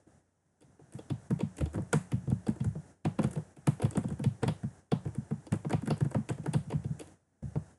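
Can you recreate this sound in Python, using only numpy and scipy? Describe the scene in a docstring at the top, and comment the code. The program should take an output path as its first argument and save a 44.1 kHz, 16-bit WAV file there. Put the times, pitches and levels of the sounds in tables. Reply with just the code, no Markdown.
"""A quiet room, close to a laptop: its built-in microphone hears someone type on it for almost eight seconds.
A fan hisses from the start over two low motor tones; a few sparse keys come first, then busy typing.
Each contact ticks and clacks in the air as bursts of noise through resonances, then knocks the deck's modes;
low thumps swell through the case, their lowest modes last, and the room answers clicks and knocks with a blurred echo.
A noise gate turns everything down in the pauses, as before the last keys."""
import sys
import numpy as np
from scipy import signal
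from scipy.fft import rfft, irfft, next_fast_len
from scipy.io import wavfile
from scipy.ndimage import uniform_filter1d, minimum_filter1d, map_coordinates

SR = 44100
rng = np.random.default_rng(int(sys.argv[2]) if len(sys.argv) > 2 else 0)


def field_ratio(decibels):
    """Amplitude ratio for a level in dB (20 dB per decade); scalars and array-likes work."""
    return 10 ** (np.asarray(decibels, dtype=float) / 20)


def materialize(psi):
    """Save the field psi as 16-bit PCM at rate SR to the path in sys.argv[1].

    A 1-D psi becomes a single channel; in a 2-D psi each row is a channel.
    """
    bounded = np.clip(np.atleast_2d(psi).T, -1, 1)
    quanta = np.round(bounded * 32767).astype(np.int16)
    wavfile.write(sys.argv[1], SR, quanta)


N = 343098  # samples


def along(points, hz):
    """Interpolates (f/Hz, value) points on a log frequency axis."""
    f, v = np.transpose(points)
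    return np.interp(np.log(hz + 1), np.log(f + 1), v)


def coloured(x, spectrum):
    """Filters x by a response given as (f/Hz, level/dB) points."""
    size = next_fast_len(len(x) + 8192)
    gain = field_ratio(along(spectrum, np.fft.rfftfreq(size, 1 / SR)))
    return irfft(rfft(x, size) * gain, size)[:len(x)]


def noise(spectrum):
    """Coloured noise of rms 1."""
    x = coloured(rng.standard_normal(N), spectrum)
    return x / x.std()


def add(track, sound, s):
    """Lays a sound on a track from second s, trimmed to the track's ends."""
    start = round(s * SR)
    part = track[max(start, 0):][:len(sound) + min(start, 0)]
    part += sound[max(-start, 0):][:len(part)]


def ring(modes, spread_db, attack, size):
    """One blow on decaying modes, each at a new strength and phase; power 1 before attack (s) and decay."""
    hz, db, t60 = np.transpose(modes)[:, :, None]
    t = np.arange(size) / SR
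    gain = field_ratio(db + spread_db * rng.standard_normal(hz.shape))
    waves = field_ratio(-60 * t / t60) * np.sin(2 * np.pi * (hz * t + rng.random(hz.shape)))
    onset = 1 - np.exp(-t / attack)
    return (gain * waves).sum(0) * onset / np.sqrt((gain ** 2).sum() / 2)


def resonate(x, peaks, order=1):
    """Passes x order times through causal resonances, scaled to keep the power of white noise."""
    size = next_fast_len(len(x) + 8192)
    f = np.fft.rfftfreq(size, 1 / SR)
    response = 0
    for k, (centre, width, db) in enumerate(peaks):
        peak = 1j * f * width / (centre * centre - f * f + 1j * f * width)
        response = response + (-1) ** k * field_ratio(db) * peak  # neighbours in opposite phase
    response = response ** order
    return irfft(rfft(x, size) * response, size)[:len(x)] / np.sqrt(np.mean(abs(response) ** 2))


CLUMP_S, CLUMP_DB = .002, 3  # the tiny collisions come in clumps: spacing, depth


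def clatter(times, levels, lead, hold, t60, grit_db):
    """Each contact is a cluster of tiny collisions of set energy: they build up over lead s, hold, then thin out."""
    out = np.zeros(N)
    t = np.arange(-SR // 50, SR // 20) / SR
    shape = np.where(t < 0, field_ratio(60 * t / lead), field_ratio(-60 * np.maximum(t - hold, 0) / t60))
    steps = np.arange(len(times) * len(t))
    # grit: the size wanders between random values 20 samples apart
    grit = rng.standard_normal(len(steps) // 20 + 2)
    sizes = field_ratio(grit_db * map_coordinates(grit, [steps / 20], order=1))
    clump = rng.standard_normal(len(steps) // 20)
    clumps = field_ratio(CLUMP_DB * map_coordinates(clump, [steps / SR / CLUMP_S], order=1))
    collisions = sizes * clumps * rng.standard_normal(len(steps))
    bursts = shape * collisions.reshape(len(times), -1)
    for s, gain, burst in zip(times, levels, bursts):
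        add(out, gain * burst * np.linalg.norm(shape) / np.linalg.norm(burst), s + t[0])
    return out


# colour of the fan's air noise: f/Hz, relative level/dB per Hz
FAN_AIR = [(45, -27.5), (80, -12.5), (140, -5.5), (290, -12), (420, -15), (800, -17.5), (1100, -26.5),
           (1500, -23.5), (1680, -23.5), (1850, -26.5), (2300, -35.5), (4600, -41), (5800, -32),
           (8650, -31.5), (11500, -38.5)]
# motor tones, ahead of the microphone: f/Hz, level/dB rms
MOTOR_TONES = [(64.6, -76), (91.5, -67)]


def fan():
    """Steady air noise whose level drifts a little, over two low motor tones."""
    t = np.arange(N) / SR
    drift = rng.standard_normal(N * 8 // SR + 4)  # eight points a second
    drift_db = .7 * map_coordinates(drift, [t * 8])
    hum = sum(field_ratio(db) * np.sqrt(2) * np.sin(2 * np.pi * (hz * t + rng.random())) for hz, db in MOTOR_TONES)
    return field_ratio(-61 + drift_db) * noise(FAN_AIR) + hum


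# the room's decay: f/Hz, t60/s
ROOM_DECAY = [(300, 0.21), (1500, 0.26), (4000, 0.3), (10000, 0.33)]


def room(x):
    """Reflections blur into noise with the broad colour of the source; each frequency dies at its own speed."""
    hz, t, z = signal.stft(x, SR, nperseg=256)
    power = uniform_filter1d(abs(z) ** 2, size=7, axis=0)
    fade = field_ratio(-60 * t[:200] / along(ROOM_DECAY, hz)[:, None]) ** 2
    heard = signal.fftconvolve(power, fade / fade.sum(1)[:, None], axes=1)[:, :len(t)]
    blur = signal.stft(rng.standard_normal(N), SR, nperseg=256)[2]
    tail = signal.istft(np.sqrt(abs(heard)) * blur / blur.std(), SR, nperseg=256)[1]
    return np.pad(tail, (220, 0))[:N]  # the echo sets in 5 ms late


# blows felt through the case: peak t/s, level/dB ahead of the microphone, centre of the modes it stirs f/Hz
CASE_BLOWS = [(0.082, -54, 147), (0.142, -55.5, 85), (0.645, -49.5, 141), (0.692, -47.5, 150),
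              (0.825, -48, 160), (0.956, -37.5, 181), (1.123, -27.5, 167), (1.319, -23, 168),
              (1.339, -26.5, 152.4), (1.441, -25.5, 155), (1.632, -24.5, 111), (1.771, -26, 123),
              (1.802, -26.5, 117.3), (1.955, -18.5, 188), (2.146, -24, 147), (2.243, -45.5, 151.6),
              (2.293, -25, 136.6), (2.33, -25, 163), (2.496, -23, 163), (2.62, -27, 158),
              (2.671, -22.5, 125), (2.775, -31.5, 121), (3.066, -21.5, 171), (3.201, -23, 203),
              (3.25, -25, 194), (3.273, -30.5, 126), (3.38, -27, 170), (3.588, -47.5, 185),
              (3.69, -20.5, 163), (3.851, -22.5, 140), (3.983, -22, 187), (4.057, -27.5, 200),
              (4.123, -29.5, 138), (4.205, -34, 224), (4.228, -33.5, 125), (4.268, -20.5, 165),
              (4.444, -26, 182), (4.471, -26, 136), (4.496, -24.0, 156), (4.65, -26.5, 150),
              (4.938, -22, 160), (5.073, -30.5, 154.4), (5.191, -29, 144), (5.327, -26, 174),
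              (5.384, -46, 143), (5.535, -23, 164.3), (5.666, -29, 165), (5.736, -24.5, 205),
              (5.76, -26, 132), (5.84, -33, 202), (5.883, -28, 222), (5.924, -23.5, 161),
              (6.029, -23.5, 141.0), (6.062, -26.5, 157), (6.163, -24.5, 157), (6.193, -27, 170),
              (6.317, -28.5, 141), (6.408, -34.5, 132.0), (6.493, -27.5, 148), (6.564, -21, 161),
              (6.684, -38, 134), (6.746, -28.5, 168), (6.768, -28.5, 143), (6.865, -31.5, 140),
              (6.917, -30.5, 156), (7.442, -35, 137), (7.466, -33.5, 113), (7.573, -26.5, 148)]
# modes of the case: f/Hz, relative level/dB, t60/s
CASE_MODES = [(75.8, 1.5, 0.27), (106.3, 3, 0.19), (132, 4, 0.16), (152.7, 7, 0.12), (181.5, -5.5, 0.26),
              (214.2, 6.5, 0.093), (259, 1.5, 0.075)]


def thumps():
    """Bending waves swell slowly, the low ones arriving last; the modes nearest the blow's centre lead."""
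    out = np.zeros(N)
    hz, db, t60 = np.transpose(CASE_MODES)[:, :, None]
    t, lead = np.arange(SR // 4) / SR, .03  # s; lead leaves room for the swell before the peak
    for s, level_db, centre_hz in CASE_BLOWS:
        off_centre_db = -13.2 * np.log2(hz / centre_hz) ** 2
        gain = field_ratio(db + off_centre_db + 3.8 * rng.standard_normal(hz.shape))
        phase = 2 * np.pi * rng.random() + 1.76 * rng.standard_normal(hz.shape)
        since = t - lead - 0.0054 * np.log2(centre_hz / hz)  # 5.4 ms later per octave down
        rise = 3.3 / hz  # 3.3 cycles
        swell = np.sin(np.pi / 2 * np.clip(1 + since / rise, 0, 1)) ** 2
        decay = field_ratio(-60 * np.maximum(since, 0) / t60)
        waves = gain * swell * decay * np.cos(2 * np.pi * hz * (t - lead) + phase)
        add(out, field_ratio(level_db) * waves.sum(0) / np.linalg.norm(gain), s - lead)
    return out


# key contacts: t/s, knock base level/dB, tick level/dB ahead of the microphone, tone of the clack f/Hz
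KEY_CONTACTS = [(0.066, -53.5, -86, 2420), (0.608, -57, -52.5, 4210), (0.792, -50, -73, 1570),
                (0.9234, -52, -51, 1850), (0.9356, -53.5, -46.5, 1500), (0.987, -48.5, -60, 3400),
                (1.1009, -40, -50, 3400), (1.3062, -39.5, -49.5, 1500), (1.391, -46.5, -58, 3100),
                (1.405, -39, -50.5, 2870), (1.5686, -60, -48, 2580), (1.5824, -46.5, -49, 2490),
                (1.6077, -37, -49.5, 2190), (1.6576, -46.5, -56, 4650), (1.7323, -55, -53, 1500),
                (1.743, -40, -54, 1500), (1.7534, -45.5, -56, 1500), (1.779, -39.5, -71, 1840),
                (1.9301, -26.5, -30, 1600), (2.1182, -41.5, -44.5, 2060), (2.2739, -45.5, -80, 2100),
                (2.301, -53, -53.5, 3240), (2.3124, -45, -66, 1800), (2.466, -42, -52, 4760),
                (2.483, -40.5, -47.5, 1500), (2.499, -55, -57, 4700), (2.6028, -46, -57, 3220),
                (2.6436, -46, -48.5, 1500), (2.752, -47, -95, 2590), (3.051, -33.5, -47.5, 2430),
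                (3.1885, -32.5, -51, 2090), (3.219, -44, -54, 1570), (3.231, -43, -48, 3320),
                (3.2404, -37.5, -42.5, 1600), (3.311, -54, -48.5, 1500), (3.3314, -54.5, -49, 1610),
                (3.3574, -45.5, -55, 2480), (3.3758, -45, -58, 1570), (3.5656, -50, -53, 2060),
                (3.672, -33, -35.5, 1750), (3.7979, -42, -60, 1860), (3.819, -38, -44, 1970),
                (3.8286, -41, -49, 2260), (3.85, -39.5, -50.5, 2680), (3.9099, -52, -45.5, 1540),
                (3.9287, -50, -63, 3070), (3.9524, -39, -60, 3380), (3.9719, -37.5, -42.5, 1660),
                (4.0396, -44.5, -61, 1830), (4.084, -51, -55.5, 3170), (4.1023, -45, -58, 1500),
                (4.122, -54, -66, 2480), (4.1929, -46.5, -56, 1670), (4.2397, -40, -41.5, 2960),
                (4.421, -44.5, -65, 1500), (4.4308, -30.5, -45.5, 2050), (4.4792, -33.5, -42, 4300),
                (4.632, -47, -61.5, 1530), (4.9176, -31.5, -46, 3400), (5.052, -45.5, -62, 1760),
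                (5.075, -52, -63, 2040), (5.1496, -51.5, -50.5, 1500), (5.308, -43, -64, 1720),
                (5.4672, -49, -57.5, 4500), (5.5223, -36, -44, 1980), (5.5377, -41, -52, 1500),
                (5.647, -41, -66, 2120), (5.6969, -43, -49, 1530), (5.7058, -36, -46.5, 1500),
                (5.729, -32, -47.5, 2270), (5.8204, -49, -55.5, 1500), (5.859, -49, -53, 1760),
                (5.874, -39.5, -41.5, 1500), (5.9035, -33, -46.5, 4500), (5.967, -52.5, -62.5, 1580),
                (6.0056, -41, -46.5, 1500), (6.048, -43, -59, 1660), (6.113, -45, -53.5, 1500),
                (6.146, -33.5, -51.5, 1630), (6.2892, -41, -46, 2730), (6.297, -38, -46, 1500),
                (6.326, -58, -58, 4270), (6.379, -47.5, -64, 1500), (6.437, -53, -61, 2490),
                (6.4595, -37.5, -47.5, 1500), (6.5352, -39.5, -40, 4160), (6.545, -39, -54, 1560),
                (6.7022, -42.5, -51, 2580), (6.7205, -38, -56, 2400), (6.842, -49, -64, 2770),
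                (6.996, -49, -45.5, 2900), (7.0095, -49.5, -50, 3300), (7.422, -56, -81.5, 1850),
                (7.555, -40.5, -69, 2510)]
RATTLE_SHARE, RATTLE_WAIT_S = 0.18, 0.079  # chance per contact; range of the random wait, after 10 ms
RATTLE_DB, RATTLE_SPREAD_DB = -57, 3  # mean and spread of both knock and tick


def contacts():
    """The listed contacts and the faint rattles that follow some of them."""
    s, _, _, tone_hz = np.transpose(KEY_CONTACTS)
    chance, wait = rng.random((len(s), 2)).T
    knock_db, tick_db = RATTLE_DB + RATTLE_SPREAD_DB * rng.standard_normal((len(s), 2)).T
    rattles = np.transpose([s + .01 + RATTLE_WAIT_S * wait, knock_db, tick_db, tone_hz])
    return np.vstack([KEY_CONTACTS, rattles[chance < RATTLE_SHARE]])


# modes of the deck, before the tilt for hard blows: f/Hz, relative level/dB, t60/s
DECK_MODES = [(313, 3, 0.056), (369.4, -8.5, 0.088), (449.7, 2, 0.044), (513.7, -6, 0.079),
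              (603, -5.5, 0.034), (712, -7.5, 0.05), (770, -8.5, 0.038), (920, -4.5, 0.027),
              (1038, -11.5, 0.024), (1188, -12, 0.023), (1356, -8, 0.016)]


def knocks(hits):
    """The deck answers each contact a moment later, and a slower-rising ring follows a few ms behind; hard
    blows ring brighter."""
    out = np.zeros(N)
    for s, knock_db, _, _ in hits:
        tilt_db = 0.33 * (knock_db + 36.5)  # per octave above 440 Hz
        modes = [(hz, db + tilt_db * np.log2(hz / 440), t60) for hz, db, t60 in DECK_MODES]
        contact = ring(modes, spread_db=2, attack=0.00029, size=5000)
        delayed = ring(modes, spread_db=3.0, attack=0.0011, size=5000)
        add(out, field_ratio(knock_db + 2.5) * contact, s + .0012)
        add(out, field_ratio(knock_db + 7.0) * delayed, s + 0.004795)
    return out


# resonances of the key cap, each passed twice: f/Hz, width/Hz per pass, relative level/dB on the key's tone
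CAP_PEAKS = [(1500, 560, 12), (2190, 1430, 8), (2730, 400, -8), (3400, 350, -3), (4670, 850, -6)]
# resonances of the key's hinge: f/Hz, width/Hz, relative level/dB
HINGE_PEAKS = [(7100, 900, -7), (7490, 670, -1), (8470, 1770, 4), (8900, 1600, 4), (11530, 1800, -6)]
# the clack grows with knock and tick: dB per dB of each; its level for a -40 dB knock and a -50 dB tick
CLACK_PER_KNOCK, CLACK_PER_TICK, CLACK_DB = 0.72, 0.46, -49.5
OFF_TONE_DB, TONE_FALL_DB = -6.5, 32  # floor for caps off the key's tone; fall per octave squared
CLACK_LAG_S = .0006  # the clack starts after the tick
CLACK_LEAD_S, CLACK_HOLD_S, CLACK_T60_S = 0.013, .002, 0.037
TICK_LEAD_S, TICK_HOLD_S, TICK_T60_S = .006, 0.0014, .011


def clicks(hits):
    """Collisions shake the key cap (clack), most in resonances near the key's tone, and its hinge (tick)."""
    s, knock_db, tick_db, tone_hz = hits.T
    clack_db = CLACK_DB + CLACK_PER_KNOCK * (knock_db + 40) + CLACK_PER_TICK * (tick_db + 50)
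    share = field_ratio([np.maximum(db - TONE_FALL_DB * np.log2(hz / tone_hz) ** 2, OFF_TONE_DB)
                 for hz, _, db in CAP_PEAKS])
    share /= np.linalg.norm(share, axis=0)
    clack = np.zeros(N)
    for part, peak in zip(share, CAP_PEAKS):
        cap_hits = clatter(s + CLACK_LAG_S, field_ratio(clack_db) * part,
                           CLACK_LEAD_S, CLACK_HOLD_S, CLACK_T60_S, grit_db=4.5)
        clack += resonate(cap_hits, [peak], order=2)
    hinge_hits = clatter(s, field_ratio(tick_db), TICK_LEAD_S, TICK_HOLD_S, TICK_T60_S, grit_db=10)
    return clack + resonate(hinge_hits, HINGE_PEAKS)


def scene():
    """Keys in air and case, their echo and the fan."""
    hits = contacts()
    click, knock = clicks(hits), knocks(hits)
    echo = room(field_ratio(-8.5) * click + field_ratio(-13.5) * knock)
    return (click + knock + thumps() + echo + fan())[None]


# response of the built-in microphone: f/Hz, level/dB
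MIC_RESPONSE = [(30, -41.5), (50, 2.5), (65, 1), (100, 2), (10900, 3), (11600, -12.5), (12500, -46.5),
                (14000, -64)]


def microphone(x):
    """The built-in microphone colours what reaches it and cuts the extremes of the spectrum."""
    return coloured(x, MIC_RESPONSE)


STILL_OPEN_DB = 13.5  # least opening at the start, left from earlier typing


def gate(x, open_db=-42, depth_db=20, hold=.11, sink=0.059):
    """Gain follows the level: it opens at once, holds (s), then sinks to -depth_db with time constant sink (s)."""
    level = 10 * np.log10(abs(uniform_filter1d(x ** 2, size=441)) + 1e-12)
    wait = int(hold * SR)
    # highest level within the hold time
    held = -minimum_filter1d(-np.pad(level, (wait, 0), "edge"), wait + 1, origin=-(wait // 2))[:N]
    opening_db = np.clip(depth_db + 1.5 * (held - open_db), 1e-3, depth_db)
    opening_db[0] = max(opening_db[0], STILL_OPEN_DB)
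    # a running maximum on a rising ramp lets the opening in dB die exponentially
    ramp = np.arange(N) / SR / sink
    opening_db = np.exp(np.maximum.accumulate(np.log(opening_db) + ramp) - ramp)
    return x * field_ratio(uniform_filter1d(opening_db, size=200) - depth_db)


def top_cut(x):
    """Nothing passes above the cut-off."""
    return signal.sosfilt(signal.butter(12, 12550, fs=SR, output="sos"), x)


def record(dry):
    """The laptop's own microphone hears the scene, and a noise gate quiets the pauses."""
    heard = microphone(dry[0])
    mix = gate(heard)[None]
    return top_cut(mix)


dry = scene()
out = record(dry)
materialize(out)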